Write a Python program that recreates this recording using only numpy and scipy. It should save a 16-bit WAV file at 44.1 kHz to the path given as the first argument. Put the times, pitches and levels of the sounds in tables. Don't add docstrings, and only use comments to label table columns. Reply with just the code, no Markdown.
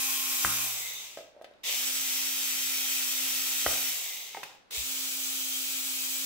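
import sys
import numpy as np
from scipy import signal
from scipy.fft import rfft, irfft
from scipy.io import wavfile
from scipy.ndimage import uniform_filter1d, map_coordinates

SR = 44100
rng = np.random.default_rng(int(sys.argv[2]) if len(sys.argv) > 2 else 0)


def waveform_to_disk(signal):
    frames = np.transpose(np.atleast_2d(signal))
    scaled = np.clip(frames, -1, 1) * 32767
    samples = np.round(scaled).astype(np.int16)
    wavfile.write(sys.argv[1], SR, samples)


N = 275625
T = np.arange(N) / SR
FREQS = np.maximum(np.fft.rfftfreq(N, 1 / SR), 1)

# f/Hz, level/dB
AIR_SPECTRUM = [(25, -8), (60, -4), (125, -8), (300, -2), (700, -4), (2000, -10), (4000, -15), (8000, -28),
                (15000, -38)]
# f/Hz, t60/s
ROOM_DECAY = [(125, .6), (500, .55), (2000, .5), (6000, .36), (14000, .25)]
# f/Hz, t60/s, level/dB
TABLE_MODES = [(64, .24, -4), (98, .12, -6), (122, 1.2, -10), (195, .25, -6), (330, .2, -4)]
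# t/s, level/dB, cut-off/Hz, damping by the hand/(dB/s)
TABLE_PUSHES = [(.448, -35, 340, 0), (3.663, -36, 110, 25), (4.772, -37, 85, 30)]
# middle/s, length/s, level/dB
SCRAPE_AND_GRUNT = [(1.42, .17, -52), (1.71, .16, -58)]
# f/Hz, t60/s, level/dB
COVER_MODES = [(195, .2, -31), (315, .16, -26.5), (400, .05, -29), (540, .05, -17), (770, .05, -20),
               (1060, .05, -23), (1260, .04, -18), (1600, .035, -14), (1900, .03, -15), (3050, .03, -19)]
# t/s, level/dB, struck spot's f/Hz, its t60/s, cut-off/Hz, crack/dB, tick/dB
KNOCKS_AND_CLICKS = [(.448, -10.5, 1400, .008, 3800, -25, -22), (1.173, -29.5, 620, .026, 3500, -9, -15),
                     (1.187, -39, 660, .05, 2500, -10, -7), (1.206, -40, 600, .06, 1500, -8, -10),
                     (1.347, -53, 560, .04, 900, -20, -28), (1.364, -42, 600, .05, 900, -22, -28),
                     (1.413, -34.5, 640, .04, 1500, -19, -28), (1.421, -48, 620, .03, 2000, -10, -2),
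                     (1.444, -36, 680, .02, 5000, 1, -14), (1.511, -48, 590, .04, 1200, -18, -20),
                     (1.537, -56, 3800, .015, 6000, -2, -12), (1.637, -40, 3650, .05, 6000, -6, 0),
                     (3.663, -13.5, 680, .012, 4000, -22, -19), (3.664, -15, 1500, .009, 4000, -22, -20),
                     (4.346, -34, 2150, .028, 5000, -12, -15), (4.348, -30, 900, .025, 3000, -14, -17),
                     (4.368, -39, 2100, .025, 4000, -8, -12), (4.371, -30, 800, .038, 3000, -12, -13),
                     (4.378, -43, 420, .08, 1500, -6, -16), (4.432, -30, 1000, .012, 9000, -1, -5),
                     (4.436, -33, 2500, .012, 9000, 0, -2), (4.549, -47, 800, .03, 4000, -6, -7),
                     (4.709, -42, 3650, .008, 9000, -3, 7)]
# pressed/s, released/s, coasting/s, full shaft speed/Hz, level/dB,
# rise while driven/(dB/s), starting surge/dB, delay on the left/ms
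TRIGGER_RUNS = [(-1.0, .645, .75, 267.4, -31.9, .1, 0, .09), (1.633, 3.89, .81, 264.8, -33, .4, 6, -.045),
                (4.705, 7.0, .8, 265.2, -34.9, 0, 4, -.11)]
# f/Hz, level/dB in runs 1, 2, 3
HOUSING_COLOUR = [(100, -27, -28, -30), (400, -21, -22, -22), (700, -16, -15, -19), (1200, -8, -11, -14.5),
                  (1750, -9, -8, -12.5), (2080, -6, -4, -10), (2450, -1.5, -1, -4.5), (3200, -1.5, 0, -3),
                  (4350, -5, -3, -4), (5600, -1, 0, -4), (7800, 0, -1, -2), (8500, -4, -3.5, -6),
                  (10900, -5.5, -6.5, -7), (12500, -.5, -1.5, -3.5), (14000, -2, -2, -4),
                  (15400, 0, -2, -1)]
PANEL_PITCHES = [2550, 2950, 3250, 3780]
# f/Hz, width/Hz, level/dB
GEARBOX_RINGS = [(450, 350, 9), (2070, 170, 2), (3650, 400, -1), (6230, 300, -2), (7750, 400, -6)]
# f/Hz, width/Hz, multiple of shaft speed, level/dB in run 1, later runs
COAST_RINGS = [(730, 100, 3.0, -20, -28), (2080, 200, 11.5, -10, -15), (3680, 400, 24, -5, -15),
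               (6250, 260, 41, -7, -11), (7750, 400, 37, -10, -13), (12550, 450, 72, -12, -13),
               (15400, 400, 88, -11, -9)]
# multiple of shaft speed, level/dB in runs 1, 2, 3
SHAFT_TONES = [(1, -23.5, -23, -20), (2, -39, -31, -30), (3, -21.5, -30, -29.5), (4, -19, -44, -38),
               (5, -29, -28, -30), (9, -25, -22, -21), (10, -28, -24, -26), (12, -21, -16.5, -16.5),
               (14, -24, -19.5, -26), (15, -21, -22, -20), (18, -20, -22, -24), (21, -18, -15.5, -19),
               (22, -22, -19, -24), (23, -18, -19, -16), (24, -18, -12.5, -18), (27, -17, -20, -17),
               (30, -14, -11, -15.5), (33, -13.5, -22, -26), (35, -15.5, -16.5, -22), (39, -17, -22, -22),
               (47, -17, -23, -17), (48, -17, -17, -18), (57, -18, -15, -18)]
# multiple of its speed, level/dB in runs 1, 2, 3
PLANET_TONES = [(6, -38, -38, -39), (9, -33, -35, -33), (10, -33, -34, -31), (13, -30, -22.5, -29),
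                (15, -23, -27, -24), (16, -22, -23, -26), (17, -27, -21.5, -27), (19, -25, -22.5, -26),
                (36, -20, -21, -27)]
# multiple of shaft speed, middle/s, half length/s, rise/dB
GRIP_SWELLS = [(21, 2.15, .2, 2), (12, 2.9, .15, 3), (23, 5.4, .16, 5), (12, 5.55, .2, 7),
               (30, 5.95, .25, 4)]
# f/Hz, level/dB
LEFT_BOOST = [(300, .3), (2400, 1.2), (4400, .3), (8000, 1.7), (14000, -2.1)]

PLANET_RATIO = .5944
TOP_HZ = 15750


def undb(db):
    return 10 ** (np.asarray(db) / 20)


def unit(x):
    return x / np.sqrt(np.mean(x ** 2))


def steady(x):
    return x / np.sqrt(uniform_filter1d(np.mean(x ** 2, axis=0), size=8192))


def colour(points):
    hz, db = np.transpose(points)
    return undb(np.interp(np.log(FREQS), np.log(hz), db))


def walk(rate):
    hold = max(int(SR / rate), 1)
    return 1.2 * uniform_filter1d(rng.standard_normal(N)[np.arange(N) // hold], hold)


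def band(x, lo_hz, hi_hz):
    return signal.sosfilt(signal.butter(2, [lo_hz, min(hi_hz, .45 * SR)], "band", fs=SR, output="sos"), x)


def noise(length=N):
    return rng.standard_normal((2, length))


def noise_band(hz, width_hz):
    return unit(band(noise(), hz - width_hz / 2, hz + width_hz / 2))


def ring(modes, t):
    return sum(undb(db - 60 * t / t60) * np.sin(2 * np.pi * hz * t) for hz, t60, db in modes)


def spread(spectra, apart_hz, width=1):
    side = width * spectra[1] * FREQS / np.hypot(FREQS, apart_hz)
    return np.array([spectra[0] + side, spectra[0] - side])


def run_at():
    return np.searchsorted([run[0] for run in TRIGGER_RUNS[1:]], T)


def room_air(level_db=-64):
    return undb(level_db) * unit(irfft(spread(rfft(noise()), apart_hz=40) * colour(AIR_SPECTRUM), N))


def room_echo(x, wet_db, gap_s=.004):
    hz, t60s = np.transpose(ROOM_DECAY)
    wash = spread(rfft(noise()), apart_hz=700)
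    shares = [np.interp(np.log(FREQS), np.log(hz), row) for row in np.eye(len(hz))]
    tail = sum(irfft(wash * share, N)[:, :SR] * undb(-60 * T[:SR] / t60)
               for share, t60 in zip(shares, t60s))
    tail *= np.clip(T[:SR] / gap_s - 1, 0, 1)
    return undb(wet_db) * signal.fftconvolve(x, unit(tail) / np.sqrt(SR), axes=1)[:, :N]


def table_thumps(shudder_db=6, shudder_t60=.22, shudder_hz=170):
    out = np.zeros((2, N))
    for at_s, db, top_hz, damping in TABLE_PUSHES:
        start = int(at_s * SR)
        t = T[:min(SR, N - start)]
        shudder = band(noise(len(t)) * undb(shudder_db - 60 * t / shudder_t60), 42, shudder_hz)
        boom = band(ring(TABLE_MODES, t), 45, top_hz) * undb(-damping * t)
        out[:, start:start + len(t)] += undb(db) * (boom + shudder)
    return out


def scrape_and_grunt(lo_hz=520, hi_hz=720, rough_db=4):
    rough = rng.standard_normal(N) * undb(rough_db * walk(90))
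    swells = sum(undb(db) * np.cos(np.pi * np.clip((T - middle) / length, -.5, .5))
                 for middle, length, db in SCRAPE_AND_GRUNT)
    return unit(band(rough, lo_hz, hi_hz)) * swells


def knocks_and_clicks(tick_t60=.035, crack_t60=.05, crack_hz=(1400, 3700), cover_db=-2):
    out = np.zeros((2, N))
    for at_s, db, hz, t60, top_hz, crack_db, tick_db in KNOCKS_AND_CLICKS:
        start = int(at_s * SR)
        t = T[:min(SR, N - start)]
        tick = signal.lfilter([.6], [1, -.4], noise(len(t))) * undb(tick_db - 60 * t / tick_t60)
        crack = band(noise(len(t)), *crack_hz) * undb(crack_db - 60 * t / crack_t60)
        body = ring([(hz, t60, 0)], t) + undb(cover_db) * ring(COVER_MODES, t)
        body = band(body, .55 * hz, top_hz)
        out[:, start:start + len(t)] += undb(db) * (body + crack + tick)
    return out


def panel_chatter(level_db=-21.5, flare_db=4, width_hz=130):
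    flares = sum(undb(flare_db * (walk(16) - .5)) * noise_band(hz, width_hz) for hz in PANEL_PITCHES)
    return undb(level_db) * flares


def gear_grind(since_press, peak_s=.06, lo_hz=2300, hi_hz=3800):
    swell = (since_press / peak_s * np.exp(1 - since_press / peak_s)) ** 4
    return swell * unit(band(noise(), lo_hz, hi_hz))


def coast_singing(shaft_hz, catch_share=.23):
    out, later_run = np.zeros((2, N)), run_at() > 0
    for hz, width, multiple, first_db, later_db in COAST_RINGS:
        caught = np.exp(-((multiple * shaft_hz / hz - 1) / catch_share) ** 2)
        out += caught * undb(np.where(later_run, later_db, first_db)) * noise_band(hz, width)
    return out


def worn_wheel(turns, bumps):
    place = [turns % 1 * bumps]
    return np.array([unit(map_coordinates(side, place, mode="grid-wrap")) for side in noise(bumps)])


def gear_rattle(turns, speed, repeat_db=-8, scatter_db=1.1, ring_db=-20, coast_ring_db=14,
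                split_hz=9000, hollow_hz=1450, hollow_width_hz=550, dull_hz=5500):
    teeth = noise() + undb(repeat_db) * speed ** 2 * worn_wheel(PLANET_RATIO * turns, bumps=280)
    teeth *= undb(scatter_db * walk(1600)) * (1 + .025 * np.cos(2 * np.pi * turns))
    teeth = spread(rfft(teeth), apart_hz=1700, width=.85)
    grips = [colour(np.array(HOUSING_COLOUR)[:, [0, k + 1]]) for k in range(len(TRIGGER_RUNS))]
    shell = rfft(sum((run_at() == k) * irfft(teeth * grip, N) for k, grip in enumerate(grips)))
    rings = sum(undb(db) / (1 + 1j * (FREQS ** 2 - hz ** 2) / (FREQS * width))
                for hz, width, db in GEARBOX_RINGS)
    ring_gain = undb(ring_db) + undb(coast_ring_db) * speed ** 2 * (1 - speed)
    treble = 1 / (1 + (split_hz / FREQS) ** 16)
    hiss = irfft(shell * treble * (FREQS < TOP_HZ), N)
    rasp = irfft(shell * (1 - treble), N) + ring_gain * irfft(shell * rings, N)
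    middle = irfft(shell * np.exp(-((FREQS - hollow_hz) / hollow_width_hz) ** 2), N)
    rasp -= .7 * (1 - speed ** 6) * middle
    dull = irfft(rfft(rasp) / (1 + (FREQS / dull_hz) ** 4), N)
    return steady(dull + speed * (rasp - dull)), steady(hiss)


def motor_whine(turns, speed, waver=5, throb_db=.7, slack=.016, hum_fade=20, apart=.8):
    out, run = np.zeros((2, N)), run_at()
    play = slack * walk(30)
    tones = [(k, levels) for k, *levels in SHAFT_TONES]
    tones += [(k * PLANET_RATIO, levels) for k, *levels in PLANET_TONES]
    for multiple, levels in tones:
        highness = multiple / (multiple + 5)
        angle = 2 * np.pi * (multiple * turns + np.sqrt(multiple) * play)
        swell_db = sum(rise * np.exp(-((T - middle) / half) ** 2)
                       for k, middle, half, rise in GRIP_SWELLS if k == multiple)
        level_db = np.array(levels)[run] + swell_db + throb_db * walk(14) - 1.6 * highness
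        strength = speed ** (hum_fade / np.sqrt(multiple)) * undb(level_db)
        for channel, side in zip(out, (1, -1)):
            path = side * highness ** 2 * apart + .8 * highness * walk(25)
            flicker = undb(waver * highness * (.9 * walk(35) - .4))
            channel += strength * flicker * np.sin(angle + path)
    return out


def gear_effort(on, off, spin, coast, run_db, rise_db, surge_db, surge_s=.075,
                unload_db=-2.5, unload_s=.05, settle_db=-2.2, settle_s=.4, stall_speed=.31):
    driven, released = np.clip(T - on, 0, off - on), np.maximum(T - off, 0)
    load_db = run_db + rise_db * driven + unload_db * (1 - np.exp(-released / unload_s))
    gain = undb(load_db) * spin ** .6 * coast ** 1.3 * np.tanh(coast / stall_speed)
    surge = undb(surge_db * np.exp(-driven / surge_s))
    hiss_gain = coast ** .95 * undb(settle_db * np.exp(-driven / settle_s))
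    return gain, surge, hiss_gain


def screwdriver(rasp_db=-1.5, hiss_db=-1.5, whine_db=3.5, grind_db=-10,
                spin_up_s=.04, wander=.0014, flutter_db=.3, sway_db=.25):
    on, off, coast_s, full_hz, run_db, rise_db, surge_db, lag_ms = np.array(TRIGGER_RUNS)[run_at()].T
    spin = 1 - np.exp(-(T - on) / spin_up_s)
    coast = np.clip(1 - (T - off) / coast_s, 0, 1)
    speed = spin * coast
    turns = np.cumsum(full_hz * speed * (1 + wander * walk(9))) / SR
    gain, surge, hiss_gain = gear_effort(on, off, spin, coast, run_db, rise_db, surge_db)
    rasp, hiss = gear_rattle(turns, speed)
    gears = undb(rasp_db) * surge * rasp + undb(hiss_db) * hiss_gain * hiss
    gears += undb(grind_db + surge_db) * gear_grind(T - on) + speed ** 2 * panel_chatter()
    tones = undb(whine_db) * motor_whine(turns, speed) + (T > off) * coast_singing(full_hz * speed)
    left, right = (gears + tones) * gain * undb(flutter_db * walk(30) + sway_db * walk(8))
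    lag = np.round(lag_ms * SR / 1000).astype(int)
    left = left.take(np.arange(N) - lag, mode="clip")
    balance = colour(LEFT_BOOST) ** np.array([[.5], [-.5]])
    return irfft(rfft(np.array([left, right])) * balance, N)


def scene():
    tool = screwdriver()
    knocks = knocks_and_clicks() + scrape_and_grunt()
    direct = tool + knocks + room_air() + table_thumps()
    rattle = band(tool, 600, 18000)
    return direct + room_echo(rattle, wet_db=-9) + room_echo(knocks, wet_db=-6)


def record(dry):
    return signal.sosfilt(signal.ellip(12, .2, 80, TOP_HZ, fs=SR, output="sos"), dry)


dry = scene()
out = record(dry)
waveform_to_disk(out)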